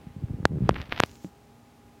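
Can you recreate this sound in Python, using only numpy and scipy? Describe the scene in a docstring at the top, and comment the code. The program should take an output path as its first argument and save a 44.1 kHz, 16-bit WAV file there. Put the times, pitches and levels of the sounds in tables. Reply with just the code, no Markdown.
"""Hand shifting on a phone

In a quiet room, skin sticks and slips on the case in soft, falling thumps over the rumble of the grip. It
brushes the microphone port with a ticking rustle and pops it four times into overload; air hisses in the gap by
the finger. One dull bump rings the case, over faint hiss and hum."""
import sys
import numpy as np
from scipy import signal
from scipy.fft import rfft, irfft
from scipy.io import wavfile

SR = 44100
rng = np.random.default_rng(int(sys.argv[2]) if len(sys.argv) > 2 else 0)


def unload_wav(signal):
    """Save mono or channel-first audio to the path in sys.argv[1] as 16-bit WAV at rate SR, clipped to [-1, 1]."""
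    wavfile.write(
        sys.argv[1],
        SR,
        np.round(np.clip(np.atleast_2d(signal).T, -1, 1) * 32767).astype(np.int16),
    )


N = 88200
T = np.arange(N) / SR


def skin_slips():
    """Each slip starts with a dull snap, then swells and dies within two cycles while its pitch sags."""
    # skin slipping on the case: (time [s], level [dB], starting pitch [Hz], sag time [s], snap [dB])
    slips = [(.0680, -30.5, 262, 0.0077, -45), (0.101, -39, 202, 0.0086, -49),
             (.1630, -27.5, 270, 0.0075, -43), (.1835, -34.5, 230, 0.0096, -51),
             (0.2245, -31.5, 314, 0.0091, -52), (.2353, -19, 204, 0.0084, -59),
             (0.284, -42, 330, 0.0045, -44), (.2970, -32, 304, .008, -38.5), (0.304, -22, 240, 0.0062, -37),
             (0.334, -39, 334, 0.01, -36), (0.3401, -23, 245, 0.0064, -36),
             (0.3862, -38.5, 323, 0.0068, -37.5), (0.4003, -24, 220, .010, -35),
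             (0.4285, -33, 304, 0.0063, -35), (0.439, -28, 213, 0.0061, -44), (0.495, -27, 170, 0.013, -41),
             (0.507, -22.5, 240, 0.013, -42), (0.5193, -27, 237, 0.0064, -26.5),
             (0.5325, -21.5, 227, 0.014, -29.5), (0.5435, -21, 208, 0.013, -31),
             (.5570, -23.5, 206, 0.012, -28), (0.5711, -21, 212, 0.01, -26.5),
             (0.5844, -43, 350, 0.015, -27.5), (.6053, -18.5, 257, 0.0083, -37),
             (.6205, -15, 229, 0.0092, -31), (.6357, -16.5, 218, .010, -35),
             (0.6529, -20.5, 224, .010, -43), (0.672, -47, 220, 0.008, -33), (.6860, -24, 264, 0.01, -47),
             (0.7087, -17, 230, 0.015, -38), (0.73, -27.5, 230, .010, -33),
             (0.7993, -26.5, 190, 0.008, -48), (.8900, -35.5, 294, 0.0036, -53)]
    crest_cycles, rise_cycles, fall_cycles = 1.04, 1, .55
    snap_hz, snap_rise_s = 310, .0012
    out = np.zeros(N)
    for s, db, hz, sag, snap_db in slips:
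        t = np.maximum(T - s, 0)
        cycles = hz * sag * np.log1p(t / sag)
        spread = np.where(cycles < crest_cycles, rise_cycles, fall_cycles)
        swell = np.exp(-((cycles - crest_cycles) / spread) ** 2) * np.tanh(t / snap_rise_s)
        snap_age = np.minimum(t / snap_rise_s, 20)
        out += from_db(db) * swell * np.sin(2 * np.pi * cycles)
        out += from_db(snap_db) * snap_age * np.exp(1 - snap_age) * np.sin(2 * np.pi * snap_hz * t)
    return low_cut(out, hz=33)


def port_pops():
    """A short suction snaps into a push that leaks away as the port rings; the finger muffles it."""
    # pops on the port: (time [s], level [dB], suction [s], release [s], edge [s], ring pitch [Hz],
    # ring share [ratio], muffled above [Hz])
    pops = [(0.4543, 3.5, 0.0003, 0.00067, 0.000087, 1610, 0.57, 15100),
            (.69305, 4.0, 0.00045, 0.00057, 0.00029, 1174, 0.37, 7000),
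            (1.00217, 2.5, .00022, 0.00037, 0.000052, 1240, 0.31, 12900),
            (1.0361, 2.5, 0.00016, 0.00037, 0.00011, 2560, 0.25, 5130)]
    low_cut_hz, low_cut_q = 101, 1.0
    out = np.zeros(N)
    for s, db, suction, release, edge, ring_hz, share, muffle_hz in pops:
        before, after = np.maximum(s - T, 0), np.maximum(T - s, 0)
        envelope = np.exp(-(before / suction) ** 4 - after / release)
        ringing = 1 + share * np.sin(2 * np.pi * ring_hz * after)
        pop = from_db(db) * np.tanh((T - s) / edge) * envelope * ringing
        out += signal.sosfilt(signal.butter(4, muffle_hz, fs=SR, output="sos"), pop + 1e-18)
    w = 2 * np.pi * low_cut_hz
    port_high_pass = signal.bilinear([1, 0, 0], [1, w / low_cut_q, w * w], SR)
    return signal.lfilter(*port_high_pass, out)


def tick(s, db, hz):
    """A snap about one cycle long with a slight push of air; it touches the port's upper resonance."""
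    width_cycles, push = 0.45, 0.44
    sparkle_hz, sparkle_db, sparkle_s = 13000, -31.5, .0001
    t = T - s
    snap = (np.sin(2 * np.pi * hz * t) + push) / np.cosh(np.clip(2 * hz * t / width_cycles, -20, 20))
    sparkle = np.cos(2 * np.pi * sparkle_hz * t) * np.exp(-(t / sparkle_s) ** 2)
    return from_db(db) * (snap + from_db(sparkle_db) * sparkle)


def port_rustle():
    """Skin ridges drag over the port: dense grains in hiss, with single catches."""
    # swells of the rubbing: (time [s], level [dB])
    rub_envelope = [(0, -63.5), (.12, -64.5), (.2, -65), (.55, -89), (.66, -56.5), (.73, -65), (.765, -45),
                    (.815, -45), (.845, -54.5), (.895, -55), (.92, -42), (.945, -46), (.98, -42.5),
                    (1.005, -53), (1.03, -40), (1.06, -57.5), (1.2, -71.5)]
    # tone of the rubbing: (frequency [Hz], relative level [dB])
    rub_colour = [(150, 6.5), (600, 4), (1400, 4.5), (2500, 2.5), (4000, -5), (6000, -17.5), (8500, -63),
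                  (12000, -20), (16000, -38)]
    # small catches of the skin: (time [s], level [dB], pitch [Hz])
    catches = [(.2848, -42, 1210), (.3872, -49, 984), (.4297, -41, 1000), (.5843, -36.5, 900),
               (0.6919, -13.5, 4000), (.7092, -22, 1990), (0.7438, -25, 2600), (0.757, -23.5, 1900),
               (0.7607, -20.5, 1870), (.7632, -21.5, 1880), (0.7654, -23, 1700), (.8163, -21, 2870),
               (.8578, -37.5, 2930), (0.8955, -34.5, 2810), (0.9143, -38, 2580), (0.92, -23, 2380),
               (0.924, -7.5, 1970), (0.9282, -23.5, 2170), (0.9632, -22.5, 2500), (0.979, -31, 2600),
               (0.9776, -19, 2400), (0.9806, -27, 2700), (.9896, -27, 2800), (0.9986, -11.5, 2350),
               (1.0186, -32, 2200), (1.0298, -32, 2600), (1.03592, -12.5, 2400), (1.0615, -29.5, 7800),
               (1.0948, -36.5, 2800), (1.1149, -35, 4930), (1.1554, -36.5, 4550)]
    grains_per_s, grain_gain = 1100, 0.82
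    level_db, = in_time(rub_envelope)
    grains = (rng.random(N) < grains_per_s / SR) * rng.standard_normal(N)
    friction = coloured(grain_gain * rms_one(grains) + rng.standard_normal(N) / 2, rub_colour)
    return from_db(level_db) * friction + sum(tick(*row) for row in catches)


def case_bump():
    """A soft blow ticks on the case and rings its low modes."""
    # modes of the case: (frequency [Hz], relative level [dB], time to fall 60 dB [s])
    modes = [(185.6, 2, 0.1), (235, -9, 0.043), (301, 2.5, .05), (537, -11.5, 0.028)]
    bump_s, ring_db = 1.2458, -30.5
    t = np.maximum(T - bump_s, 0)
    ring = sum(from_db(db - 60 * t / t60) * np.sin(2 * np.pi * hz * t) for hz, db, t60 in modes)
    return from_db(ring_db) * low_cut(ring, hz=132) + tick(bump_s, db=-37, hz=1970)


def grip_rumble():
    """The hand presses on the case with a soft, low rumble."""
    # swells of the rumble: (time [s], level [dB])
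    grip_envelope = [(0, -50.5), (.15, -56), (.2, -46.5), (.45, -43), (.58, -45), (.66, -37.5),
                     (.72, -31.5), (.81, -41.5), (.86, -57.5), (.93, -44.5), (1.0, -48), (1.1, -53.5),
                     (1.4, -64.5)]
    # tone of the rumble: (frequency [Hz], relative level [dB])
    grip_colour = [(25, -24), (60, 6.5), (130, -1), (300, -7.5), (700, -27.5), (2000, -32.5), (6000, -53),
                   (16000, -60)]
    level_db, = in_time(grip_envelope)
    return from_db(level_db) * coloured(rng.standard_normal(N), grip_colour)


def gap_hiss():
    """Air hisses in a resonance that climbs as the finger leaves the port; a little leaks past."""
    # the opening gap by the finger: (time [s], resonance [Hz], level [dB])
    gap = [(.98, 3500, -67), (1.02, 4000, -60), (1.05, 6100, -55), (1.11, 7400, -61), (1.16, 7600, -62.5),
           (1.19, 7130, -65.5), (1.25, 7700, -60.5), (1.33, 7700, -78)]
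    width_hz, edge_ratio, leak_db = 1700, 0.98, -13
    hz, db = in_time(gap)
    f, frame_s, noise = signal.stft(rng.standard_normal(N), SR, nperseg=256)
    centre, f = np.interp(frame_s, T, hz), f[:, None]
    resonance = 1 / np.hypot(1, 2 * (f - centre) / width_hz)
    upper_edge = 1 / (1 + (f / (edge_ratio * centre)) ** 20)
    hiss = signal.istft(noise * (resonance * upper_edge + from_db(leak_db)), SR, nperseg=256)[1][:N]
    return rms_one(hiss) * from_db(db) * (T > gap[0][0])


def room_tone():
    """Steady hiss and the wavering hum of some appliance."""
    # partials of the hum: (frequency [Hz], rms level [dB], waver of gain [ratio] and phase [rad])
    partials = [(108, -86, .4), (235.2, -61, 0.13), (289, -68.5, .4), (412, -70, 0.62), (817, -65.5, 0.084),
                (1228, -76.5, 0.37)]
    # tone of the room's hiss: (frequency [Hz], relative level [dB])
    room_colour = [(18, -37), (30, -29), (106, 0), (203, -10.5), (232, -4), (344, -14), (402, -7.5),
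                   (471, -13.5), (838, -14), (1090, -18.5), (1210, -21.5), (1700, -24), (15800, -38)]
    hiss_db = -57
    hum = np.zeros(N)
    for hz, db, waver in partials:
        amplitude = from_db(db) * np.sqrt(2) * (1 + waver * drift(rate_hz=8.11))
        hum += amplitude * np.sin(2 * np.pi * hz * T + waver * drift(rate_hz=11.93))
    return hum + from_db(hiss_db) * coloured(rng.standard_normal(N), room_colour)


def from_db(db):
    """Decibels to gain."""
    return 10 ** (np.asarray(db) / 20)


def rms_one(x):
    """Scale to unit rms."""
    return x / np.sqrt(np.mean(x ** 2) + 1e-20)


def in_time(rows):
    """Join timed breakpoints by straight lines, one curve per value column."""
    s, *columns = np.transpose(rows)
    return [np.interp(T, s, c) for c in columns]


def coloured(x, spectrum):
    """Shape a signal with an EQ curve that rolls off below its first point; unit rms."""
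    hz, db = np.transpose(spectrum)
    f = np.maximum(np.arange(N // 2 + 1) * SR / N, 1)
    gain = from_db(np.interp(np.log(f), np.log(hz), db)) * np.minimum(f / hz[0], 1) ** 2
    return rms_one(irfft(rfft(x) * gain, N))


def drift(rate_hz):
    """A slow random wander around zero."""
    knots = rng.standard_normal(200)
    return np.interp(T * rate_hz, np.arange(len(knots)), knots)


def low_cut(x, hz):
    """Second-order high-pass."""
    return signal.sosfilt(signal.butter(2, hz, "high", fs=SR, output="sos"), x + 1e-18)


def scene():
    """The handling noises and the room, mixed at the one microphone."""
    handling = skin_slips() + port_pops() + port_rustle() + gap_hiss() + case_bump() + grip_rumble()
    return (handling + room_tone())[None]


def record(dry):
    """Peaks overload, the gain ducks after them and recovers, and the highest treble is cut."""
    ceiling, stopband_hz = 0.68, 17000
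    threshold_db, attack_s, release_db_per_s = -6, 0.0055, 27
    clipped = np.clip(dry, -ceiling, ceiling)
    over_db = np.maximum(20 * np.log10(np.abs(clipped) + 1e-9) - threshold_db, 0)
    held_db = np.maximum.accumulate(over_db + release_db_per_s * T, axis=-1) - release_db_per_s * T
    pole = np.exp(-1 / (attack_s * SR))
    duck_db = signal.lfilter([1 - pole], [1, -pole], held_db)
    high_cut = signal.cheby2(14, 70, stopband_hz, fs=SR, output="sos")
    return signal.sosfilt(high_cut, clipped * from_db(-duck_db))


dry = scene()
out = record(dry)
unload_wav(out)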